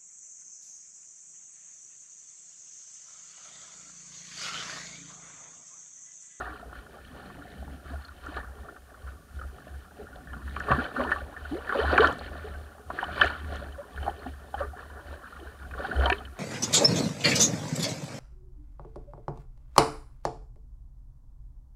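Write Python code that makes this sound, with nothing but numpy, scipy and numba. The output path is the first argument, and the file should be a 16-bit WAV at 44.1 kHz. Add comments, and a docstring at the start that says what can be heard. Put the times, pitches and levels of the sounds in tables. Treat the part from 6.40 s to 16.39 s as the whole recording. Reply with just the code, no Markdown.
"""Water along a small wooden sailing boat, heard up close by a camera in a sealed case on the bowsprit.
First a light wash, drips and small slaps; from about 4 s to 7 s waves break hard on the bow, among gliding
tones, mostly air gulps; then it eases until a last heavy splash near 9.6 s. Throughout, bubbles and noise make
the wash, noise bursts the slaps and drops, sines the gliding tones; the resonant case colours most of the water.
The spar hums low with its jolts, under the camera's own hiss and thin whine."""
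import sys
import numpy as np
from scipy import signal
from scipy.fft import rfft, irfft
from scipy.io import wavfile
from scipy.ndimage import uniform_filter1d
from numba import njit

SR = 44100
rng = np.random.default_rng(int(sys.argv[2]) if len(sys.argv) > 2 else 0)


def bounce(signal):
    """Save signal as a 16-bit WAV file at the path given by the first command-line argument."""
    frames = np.transpose(np.atleast_2d(signal))
    limited = np.clip(frames, -1, 1)
    pcm = np.round(limited * 32767).astype(np.int16)
    wavfile.write(sys.argv[1], SR, pcm)


N = 440559  # samples

# Steady wash along the planks between the waves: start_s, splash_db, spray_minus_splash_db
CALM = [(0, -57, -0.5), (.7, -56.5, -1), (1.4, -57, -2), (2.2, -59, -6.5), (2.8, -66.5, -5.5),
        (3.5, -63.5, -5.5), (4.0, -53.5, -5), (4.9, -53, -5), (5.9, -45.5, -4.5), (6.37, -60, -6.5),
        (7.0, -53, -2), (7.46, -59, -5), (8.0, -55.5, -5), (8.85, -72, -3), (9.3, -58, -2.5),
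        (9.99, -78, 0)]


def undb(db):
    """Gain of a level in dB."""
    return 10 ** (np.asarray(db) / 20)


def unit(x):
    """Scaled to rms 1."""
    return x / np.sqrt(np.mean(x ** 2))


def peak(x, db):
    """Scaled to a peak level in dB."""
    return undb(db) * x / np.abs(x).max()


def band(x, lo_hz, hi_hz):
    """Band-pass."""
    return signal.sosfilt(signal.butter(2, [lo_hz, hi_hz], "bandpass", fs=SR, output="sos"), x)


def ring(x, hz, width_hz):
    """One resonance."""
    return signal.lfilter(*signal.iirpeak(hz, hz / width_hz, fs=SR), x)


def walk(rate_hz):
    """Random levels, each held for 1 / rate and smoothed twice over that time; rms 1."""
    hold = int(SR / rate_hz)
    steps = np.repeat(rng.standard_normal(N // hold + 1), hold)
    return unit(uniform_filter1d(uniform_filter1d(steps, hold), hold)[:N])


def columns(table):
    """Each column of a curve, interpolated sample by sample."""
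    s, *cols = np.transpose(table)
    return [np.interp(np.arange(N) / SR, s, c) for c in cols]


def add(out, s, sound):
    """Mixes a short sound in at time s."""
    i = int(s * SR)
    out[i:i + len(sound)] += sound[:N - i]


def swells(crest_s, db, rise_s, fall_s, rest_db, order):
    """Level in dB of swells that climb to a crest and die away, over a resting level; order 1 is peaked, 2 rounded."""
    swell_db = 12  # gained in the rise time, lost in the fall time
    power, t = undb(2 * rest_db) + np.zeros(N), np.arange(N) / SR
    for s, top_db, rise, fall in zip(crest_s, db, rise_s, fall_s):
        near = slice(max(int((s - 4 * rise) * SR), 0), int((s + 4 * fall) * SR))
        late = t[near] - s
        distance = np.maximum(late / fall, -late / rise)
        power[near] += undb(2 * (top_db - swell_db * distance ** order))
    return 10 * np.log10(power)


def wash(case):
    """Large bubbles slosh and gurgle, small ones splash, droplets crackle; mist rises with the spray."""
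    # Waves breaking on the bow, levels before the unevenness:
    # crest_s, splash_db, gurgle_minus_splash_db, spray_minus_splash_db, rise_s, fall_s
    wave_table = [(0.0, -41.5, -1.5, -10.5, .05, 0.12), (.3, -53, 3, -7, 0.14, 0.11),
                  (1.62, -49.5, -7, -4, 0.03, 0.11), (1.86, -46, -1, -9, 0.053, 0.15),
                  (1.97, -40, -7, -8, 0.021, 0.063), (2.29, -58, -1, -8, 0.04, 0.12),
                  (2.7, -52, -3.5, -11.5, 0.29, 0.15), (3.03, -52.5, 1.5, -6.5, 0.17, 0.65),
                  (3.6, -62.5, 15.5, -16, 0.027, 0.14), (4.24, -42.5, 1.5, -3, 0.12, .1),
                  (4.311, -26, 0, -14.5, 0.026, 0.11), (4.45, -34, -0.5, -4.5, .1, 0.045),
                  (4.6, -33.5, -2, -8.5, 0.097, 0.14), (4.73, -39, -8, -6, 0.15, 0.054),
                  (5.15, -50.5, 8, 2, 0.12, 0.17), (5.4, -25, -7, -14.5, 0.085, 0.073),
                  (5.54, -28, -4.5, -5.5, .12, 0.065), (5.63, -22.5, -0.5, -9, .03, 0.085),
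                  (5.98, -58, 7, -9, 0.3, 0.53), (6.66, -43.5, 0, -10.5, 0.21, .1),
                  (6.829, -29, -2, -5.5, 0.11, 0.11), (7.15, -38, -0.5, -2.5, .07, 0.096),
                  (7.651, -46, 3, -3, 0.13, 0.14), (7.87, -55.5, 11, -3, 0.04, 0.05),
                  (8.201, -32, -3, -16, 0.054, 0.053), (8.38, -48.5, -7, -9.5, 0.098, 0.91),
                  (8.74, -44, 5.5, -9, 0.14, 0.048), (9.07, -47.5, -1, -6, 0.17, .15),
                  (9.46, -34, -4, -11, 0.099, .08), (9.641, -31, -2, -7, .1, 0.11),
                  (9.99, -46, -1, -5, 0.045, .1)]
    # Low slosh under the bow, level before the unevenness: start_s, level_db
    slosh_curve = [(0.0, -62), (1.33, -47), (1.58, -63), (2.09, -58), (2.59, -64), (3.17, -53), (3.39, -62),
                   (3.81, -50.5), (4.5, -48.5), (5.2, -61), (5.53, -43), (6.3, -62), (6.8, -47),
                   (7.29, -54.5), (9.07, -65.5), (9.6, -42.5), (9.77, -53.5), (9.99, -64)]
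    calm_gurgle_db = 1.5  # relative to the calm splash
    mist_mean_db, mist_follow = -82, 0.77  # follow: dB of mist per dB of spray
    shared_db = 1.7  # unevenness common to all bubble sizes

    s, db, gurgle_db, spray_db, rise, fall = np.transpose(wave_table)
    calm_db, calm_spray_db = columns(CALM)
    slosh_db, = columns(slosh_curve)
    splash_db = swells(s, db, rise, fall, calm_db, order=1)
    gurgle_db = swells(s, db + gurgle_db, rise, fall, calm_db + calm_gurgle_db, order=1)
    spray_db = swells(s, db + spray_db, rise, fall, calm_db + calm_spray_db, order=1)
    mist_db = mist_mean_db + mist_follow * (spray_db - spray_db.mean())

    slosh = froth(case, 105, 330, count=1200, cycles=6, scatter_db=2.5, rush_db=2, flicker_db=2)
    gurgle = froth(case, 330, 900, count=2000, cycles=11, scatter_db=3.5, rush_db=-4, flicker_db=3)
    splash = froth(case, 900, 2000, count=2500, cycles=20, scatter_db=4, rush_db=-5, flicker_db=3)
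    spray = froth(case, 2000, 5000, count=5000, cycles=18, scatter_db=4, rush_db=-1, flicker_db=1.5)
    mist = froth(case, 5000, 12000, count=8000, cycles=12, scatter_db=4.5, rush_db=-3, flicker_db=3)
    low = undb(slosh_db) * slosh + undb(gurgle_db) * gurgle
    high = undb(splash_db) * splash + undb(spray_db) * spray + undb(mist_db) * mist
    return undb(shared_db * walk(14)) * (low + high)


def froth(case, lo_hz, hi_hz, count, cycles, scatter_db, rush_db, flicker_db):
    """Bubbles of one size range over flickering rush, in gently uneven patches, heard through the case."""
    uneven_db = 2.2
    when, pitch, strength, life = rng.random((count, 4)).T
    hz = lo_hz * (hi_hz / lo_hz) ** pitch
    size = undb(-scatter_db * np.log(1 - .98 * strength))  # many weak, few strong
    start = (when * N).astype(np.int64)
    grains = bubbles(N, start, 2 * np.pi * hz / SR, cycles * (.5 + life), size, .08)
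    rush = band(rng.standard_normal(N), lo_hz, hi_hz) * undb(flicker_db * walk(30))
    mix = (unit(grains) + undb(rush_db) * unit(rush)) * undb(uneven_db * walk(16))
    return unit(band(signal.fftconvolve(mix, case)[:N], .7 * lo_hz, 1.2 * hi_hz))


@njit
def bubbles(n, start, step, cycles, size, glide):
    """Each bubble is a dying sine that rises in pitch, by the share glide over each life."""
    out = np.zeros(n)
    for k in range(len(start)):
        life = cycles[k] * 2 * np.pi / step[k]  # samples
        z, p = size[k] + 0j, np.exp(1j * step[k] - 3 / life)
        turn = np.exp(1j * step[k] * glide / life)
        for i in range(start[k], min(n, start[k] + int(2 * life))):
            z *= p
            p *= turn
            out[i] += z.imag
    return out


def slaps(case, count=90):
    """The loud slaps of water, and a patter of small chance ones that follows the level of the steady wash."""
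    # Slaps on the hull: start_s, peak_db, pitch_hz (before the case)
    slap_table = [(0.064, -31.5, 1310), (0.228, -35.5, 740), (0.327, -37, 1340), (0.795, -39.5, 1240),
                  (0.899, -38, 1130), (1.225, -37, 692), (1.5, -44, 622), (1.539, -35, 662),
                  (1.863, -29.5, 1340), (1.954, -37, 1440), (1.969, -27, 1800), (2.071, -42, 1440),
                  (2.198, -49, 571), (2.258, -44, 1490), (2.285, -36.5, 1390), (2.362, -39, 1320),
                  (2.542, -41, 1295), (2.677, -38.5, 1370), (2.989, -37, 1500), (3.013, -31, 1297),
                  (3.035, -37, 1310), (3.183, -41, 1238), (3.269, -38, 583), (3.666, -38, 1490),
                  (3.757, -38.5, 685), (3.931, -32, 1334), (4.076, -33.5, 1806), (4.164, -23, 1148),
                  (4.201, -24.5, 1450), (4.282, -21, 1125), (4.316, -10.5, 1130), (4.401, -26, 1610),
                  (4.563, -22, 1430), (4.604, -21, 549), (4.716, -10.5, 1710), (4.76, -24, 1180),
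                  (4.815, -32.5, 555), (4.964, -30, 1767), (5.05, -32.5, 1460), (5.272, -29, 1730),
                  (5.292, -19, 1510), (5.323, -19.5, 1250), (5.348, -19.5, 557), (5.447, -18, 834),
                  (5.526, -18.5, 1450), (5.579, -7.5, 1150), (5.643, -14, 1420), (5.67, -20, 1440),
                  (5.81, -30, 762), (6.501, -20.5, 999), (6.587, -17.5, 1700), (6.627, -17, 904),
                  (6.682, -30.5, 700), (6.778, -26, 1496), (6.813, -5.5, 1795), (6.829, -17, 1480),
                  (6.906, -28, 1470), (6.949, -29, 1430), (7.126, -32, 627), (7.575, -31, 1458),
                  (7.627, -31, 754), (7.663, -25, 726), (7.678, -20, 812), (7.862, -29, 735),
                  (8.141, -22, 813), (8.206, -25.5, 566), (8.332, -36.5, 759), (8.963, -35.5, 1224),
                  (9.335, -31, 1550), (9.405, -30, 1455), (9.447, -25, 1480), (9.511, -21.5, 1580),
                  (9.555, -29, 1510), (9.607, -25, 1453), (9.66, -15, 972), (9.698, -19.5, 738),
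                  (9.719, -18.5, 1790)]
    out = np.zeros(N)
    for s, peak_db, hz in slap_table:
        add(out, s, slap(case, peak_db, hz, .0065))
    for at, size, pitch in rng.random((count, 3)):
        s = at * N / SR
        calm_db = np.interp(s, *np.transpose(CALM)[:2])
        # peaks 9 to 19 dB above the calm splash level
        add(out, s, slap(case, calm_db + 9 + 10 * size, 550 * 3.3 ** pitch, .004))
    return out


def slap(case, peak_db, hz, decay_s):
    """Water piles on within a few ms: a crack, then a soft-edged burst around its own pitch, ring the case."""
    rise_s, crack_s, crack_db = 0.00048, .001, -7  # crack peak relative to the body
    t = np.arange(int(.08 * SR)) / SR
    shape = (1 - np.exp(-t / rise_s)) * np.exp(-t / decay_s)
    body = peak(ring(shape * rng.standard_normal(len(t)), hz, 0.15 * hz), 0)
    crack = peak(np.exp(-t / crack_s) * rng.standard_normal(len(t)), crack_db)
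    return peak(signal.fftconvolve(body + crack, case), peak_db)


def drops(case):
    """Drops striking the case ping briefly at their own pitch; fine spray only ticks."""
    # Drops, heard through the case: start_s, peak_db, pitch_hz (before the case)
    drop_table = [(0.648, -42, 3020), (1.6212, -49, 4240), (1.6483, -41, 4420), (1.6816, -50, 4210),
                  (3.757, -45.5, 3475), (3.931, -46, 2980), (4.1613, -33.5, 2310), (4.1989, -36, 2330),
                  (4.2912, -30, 2220), (4.3133, -22, 2640), (4.4415, -33, 3100), (4.6116, -36, 2460),
                  (4.6364, -33, 2960), (4.7075, -29, 2370), (5.3732, -33, 2780), (5.3872, -33, 2730),
                  (5.4324, -33, 3060), (5.509, -33, 3070), (5.5769, -11, 2340), (5.6054, -20, 3200),
                  (5.6374, -34, 3170), (5.671, -25.5, 3100), (5.7908, -38, 4100), (6.6125, -33, 2970),
                  (6.6387, -30, 2980), (6.7286, -38, 2830), (6.7587, -35, 2380), (6.8116, -11.5, 3097),
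                  (6.8316, -21, 2490), (6.8734, -32, 3210), (7.322, -46, 3030), (7.5591, -41, 3010),
                  (7.6283, -39.5, 3060), (7.6959, -41.5, 3040), (8.1436, -39, 3040), (8.1908, -41, 3020),
                  (8.9977, -46, 3020), (9.31, -40, 2490), (9.5624, -35, 3000), (9.5978, -34, 3010),
                  (9.657, -18, 3140), (9.6994, -11, 2600), (9.7253, -16.5, 2580), (9.7814, -37, 3050),
                  (9.8505, -35.5, 3010)]
    # Fine spray ticking on the case, without its resonances: start_s, peak_db, centre_hz
    tick_table = [(1.8622, -46, 5700), (1.9664, -55, 7700), (4.1989, -38.5, 5150), (4.3664, -58, 5210),
                  (4.6399, -51, 5520), (4.705, -53, 5210), (5.5779, -41, 5120), (5.6351, -51, 6030),
                  (5.672, -34, 5090), (5.7266, -41, 5850), (5.7851, -44, 7030), (6.6406, -52, 5370),
                  (6.8135, -42, 5070), (6.8446, -38, 5100), (6.86, -37, 5870), (7.1372, -48, 5650),
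                  (7.1586, -42, 5010), (9.6565, -47, 5630), (9.6979, -35, 5050)]
    out, t = np.zeros(N), np.arange(int(0.037 * SR)) / SR
    for s, peak_db, hz in drop_table:
        burst = rng.standard_normal(len(t)) * (1 - np.exp(-t / 0.0014)) * np.exp(-t / 0.0026)
        ping = ring(ring(burst, hz, 1.07 * hz), hz, 0.11 * hz)
        add(out, s, peak(signal.fftconvolve(ping, case), peak_db))
    for s, peak_db, hz in tick_table:
        burst = rng.standard_normal(len(t)) * np.exp(-t / 0.002)
        add(out, s, peak(band(burst, .8 * hz, 1.4 * hz), peak_db))
    return out


def gliding_tones():
    """Sines that swell, slide in pitch and fade, with one random shake on both level and phase."""
    # Mostly air gulps; the two high falling ones near 6.1 s perhaps a creak.
    # Level and pitch before the shake: start_s, start_hz, end_hz, length_s, level_db
    glide_table = [(0.079, 304, 312, 0.1, -46.5), (0.979, 282, 293, 0.065, -46.5),
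                   (1.211, 629, 720, 0.046, -50), (1.507, 239.6, 299, 0.031, -39.5),
                   (1.529, 633, 805, .04, -45), (1.884, 282, 310, 0.03, -39),
                   (4.306, 123, 155.3, 0.079, -26), (4.307, 198, 260, 0.013, -22),
                   (4.379, 230, 270, 0.032, -24.5), (4.574, 251.6, 246, 0.1, -31),
                   (4.587, 519, 661, 0.053, -26), (5.112, 246, 499, 0.091, -28.5),
                   (5.149, 485, 620, 0.041, -37), (5.352, 592, 525, 0.054, -27),
                   (5.388, 406, 481, 0.023, -21), (5.413, 497, 893, 0.051, -28.5),
                   (5.596, 383, 536, 0.036, -14), (6.042, 417, 452, 0.049, -37),
                   (6.1, 1445, 1195, 0.091, -51), (6.145, 1580, 1456, 0.032, -40.5),
                   (6.84, 686, 724, 0.014, -22), (6.899, 1446, 1460, 0.021, -30),
                   (7.216, 568, 594, 0.029, -37.5), (7.383, 538, 626, 0.048, -35.5),
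                   (7.675, 763, 847, 0.033, -26), (7.859, 243.3, 284.5, 0.048, -35),
                   (8.202, 541, 580, 0.031, -31), (8.216, 1145, 1230, 0.046, -34),
                   (8.22, 422, 423, 0.066, -40), (9.395, 556, 601, 0.027, -32),
                   (9.442, 760, 795, 0.026, -31.5), (9.664, 923, 1000, 0.08, -28.5),
                   (9.719, 380, 421, 0.025, -23.5)]
    out = np.zeros(N)
    for s, start_hz, end_hz, length, db in glide_table:
        x = np.linspace(0, 1, int(length * SR))
        shake = uniform_filter1d(uniform_filter1d(rng.standard_normal(8192), size=200), size=24)[:len(x)]
        phase = 2 * np.pi * np.cumsum(start_hz + (end_hz - start_hz) * x) / SR
        swell = np.sin(np.pi * x ** 0.46) * (1 + 4.1 * shake)
        add(out, s, undb(db) * swell * np.sin(phase + 2.3 * shake))
    return out


def spar():
    """Each jolt swells the bending mode at its own pitch; an overtone follows it, wind buffeting follows only in part."""
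    # Jolts that set the spar humming: crest_s, level_db, pitch_hz, fall_s
    jolt_table = [(.02, -41, 61.4, 0.054), (.11, -46, 62, .05), (.28, -42, 60.6, 0.053),
                  (.39, -45.5, 61, 0.046), (.72, -53.5, 70.3, 0.19), (.98, -53, 65.8, .2),
                  (1.21, -40, 71.2, 0.054), (1.31, -43, 69.6, .09), (1.47, -41.5, 70.1, 0.067),
                  (1.55, -36.5, 70.6, 0.064), (1.74, -50, 72.4, .1), (1.86, -39, 69.3, 0.054),
                  (1.97, -36, 64.9, 0.049), (2.09, -44, 64, 0.086), (2.21, -43, 69.2, 0.065),
                  (2.46, -56, 66.4, .12), (2.66, -38.5, 64, 0.11), (2.97, -38.5, 69, 0.072),
                  (3.07, -38, 68.3, .07), (3.36, -41, 70.3, 0.088), (3.65, -44, 69.5, 0.039),
                  (3.76, -47, 66, .07), (3.92, -42, 61.9, 0.092), (4.08, -37.5, 67.6, 0.078),
                  (4.17, -37.5, 67.9, 0.11), (4.33, -31, 73, 0.057), (4.4, -38.5, 73, 0.053),
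                  (4.69, -39.5, 69.4, 0.14), (4.84, -40, 70.2, 0.059), (5.02, -45, 73, 0.083),
                  (5.13, -43, 72, 0.15), (5.47, -28.5, 70.9, 0.11), (5.62, -32, 76.1, 0.071),
                  (5.89, -38.5, 73, .15), (6.12, -42, 74.8, .12), (6.2, -40.5, 72.5, 0.083),
                  (6.49, -42.5, 75, 0.054), (6.71, -41, 74.4, .09), (6.84, -32.5, 74.2, 0.076),
                  (7.11, -36, 74.4, 0.17), (7.27, -42.5, 68, .1), (7.6, -31, 70, .08),
                  (7.7, -43, 71.5, 0.088), (7.92, -42.5, 71.1, 0.15), (8.2, -40.5, 69.7, 0.096),
                  (8.29, -42.5, 74, .05), (8.5, -48.5, 71, .17), (8.71, -40, 72, 0.072),
                  (9.0, -52, 70, .06), (9.09, -45, 68.3, .07), (9.24, -38.5, 67.7, 0.076),
                  (9.34, -38, 68, .11), (9.6, -21.5, 66.9, 0.058), (9.67, -28.5, 68, .09),
                  (9.87, -45.5, 66.3, .12)]
    rise_share, rest_db = 0.67, -62  # rise time over fall time; hum left between jolts
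    unsteady_hz, overtone_db = 14, -21.5  # overtone relative to the mode
    buffet_mean_db, buffet_follow = -51, 0.58  # follow: dB of buffeting per dB of hum

    s, db, hz, fall = np.transpose(jolt_table)
    db = swells(s, db, rise_share * fall, fall, rest_db, order=2)
    hz = np.interp(np.arange(N) / SR, s, hz)
    rough = undb(2.0 * walk(unsteady_hz))
    phase = 2 * np.pi * np.cumsum(hz) / SR + .4 * walk(unsteady_hz)
    mode = unit(rough * np.sin(phase))
    overtone = unit(ring(rng.standard_normal(N), 116, 57))
    buffet = unit(band(rng.standard_normal(N), 37.84, 80.96))
    buffet_db = buffet_mean_db + buffet_follow * (db - db.mean())
    return undb(db) * (mode + undb(overtone_db) * overtone) + undb(buffet_db) * buffet


def case_response(size=8192):
    """Impulse response of the sealed case: causal (minimum phase), from the cepstrum of its log gain."""
    # Sound let in by the case, before the resonances: frequency_hz, gain_db
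    case_curve = [(100, -2), (180, -0.5), (350, -7), (640, -2), (800, -0.5), (905, -9), (1160, -3.5),
                  (1800, -2), (2070, -21.5), (3080, -20.5), (4600, -22), (4950, -32), (7000, -31),
                  (14000, -36)]
    # Resonances of the case: centre_hz, width_hz, boost_db
    mode_table = [(266, 160, 9), (421.6, 13.5, 7), (580.7, 13.3, 6.5), (730, 34, 5.5), (1156, 36, 6),
                  (1442, 162, 7), (1777, 35, 4), (2310, 43, 5), (2540, 30, 3.5), (3046, 155, 8),
                  (4240, 61, 7)]
    hz = np.arange(size // 2 + 1) * SR / size + 1  # 1 Hz up, to keep the log finite
    curve_hz, curve_db = np.transpose(case_curve)
    db = np.interp(np.log(hz), np.log(curve_hz), curve_db)
    for centre_hz, width_hz, boost_db in mode_table:
        db = db + boost_db / (1 + (2 * (hz - centre_hz) / width_hz) ** 2)
    cep = irfft(np.log(undb(db)))
    cep[1:size // 2] *= 2  # fold the cepstrum onto positive times
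    cep[size // 2 + 1:] = 0
    return irfft(np.exp(rfft(cep)))[:size // 2]


def scene():
    """Wash, slaps and drops at the case, with the gliding tones and the humming spar."""
    case = case_response()
    return (wash(case) + slaps(case) + drops(case) + gliding_tones() + spar())[None]


def camera_hiss():
    """Circuit noise, gently tilted down towards the treble."""
    tilt_hz = 11900
    return unit(signal.lfilter([1], [1, -np.exp(-2 * np.pi * tilt_hz / SR)], rng.standard_normal(N)))


def camera_whine():
    """A thin tone whose phase flips to and fro while its strength throbs."""
    whine_hz, flip_hz, flip_rad, throb = 9519.3, 36.33, 1.1, .26
    t = np.arange(N) / SR
    tone, flip = 2 * np.pi * whine_hz * t, 2 * np.pi * flip_hz * t
    flipping = np.sin(tone + flip_rad * np.tanh(12 * np.sin(flip)))
    return unit(flipping + throb * np.cos(flip) * np.sin(tone))


def record(dry):
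    """Camera hiss and whine sink whenever the incoming sound is quiet; the top is cut."""
    hiss_db, hiss_swing_db = -62, 3  # level at the threshold, most it moves up or down
    whine_db, whine_swing_db = -69.5, 5.5
    threshold_db, knee_db, window_s = -33.5, 9, .075
    loud_db = 10 * np.log10(uniform_filter1d(dry ** 2, int(window_s * SR)) + 1e-9)
    lift = np.tanh((loud_db - threshold_db) / knee_db)
    hiss = undb(hiss_db + hiss_swing_db * lift) * camera_hiss()
    whine = undb(whine_db + whine_swing_db * lift) * camera_whine()
    soft = signal.sosfilt(signal.butter(8, 15200, fs=SR, output="sos"), dry + hiss + whine)
    return signal.sosfilt(signal.ellip(12, .2, 90, 15700, fs=SR, output="sos"), soft)  # steep final cut


dry = scene()
out = record(dry)
bounce(out)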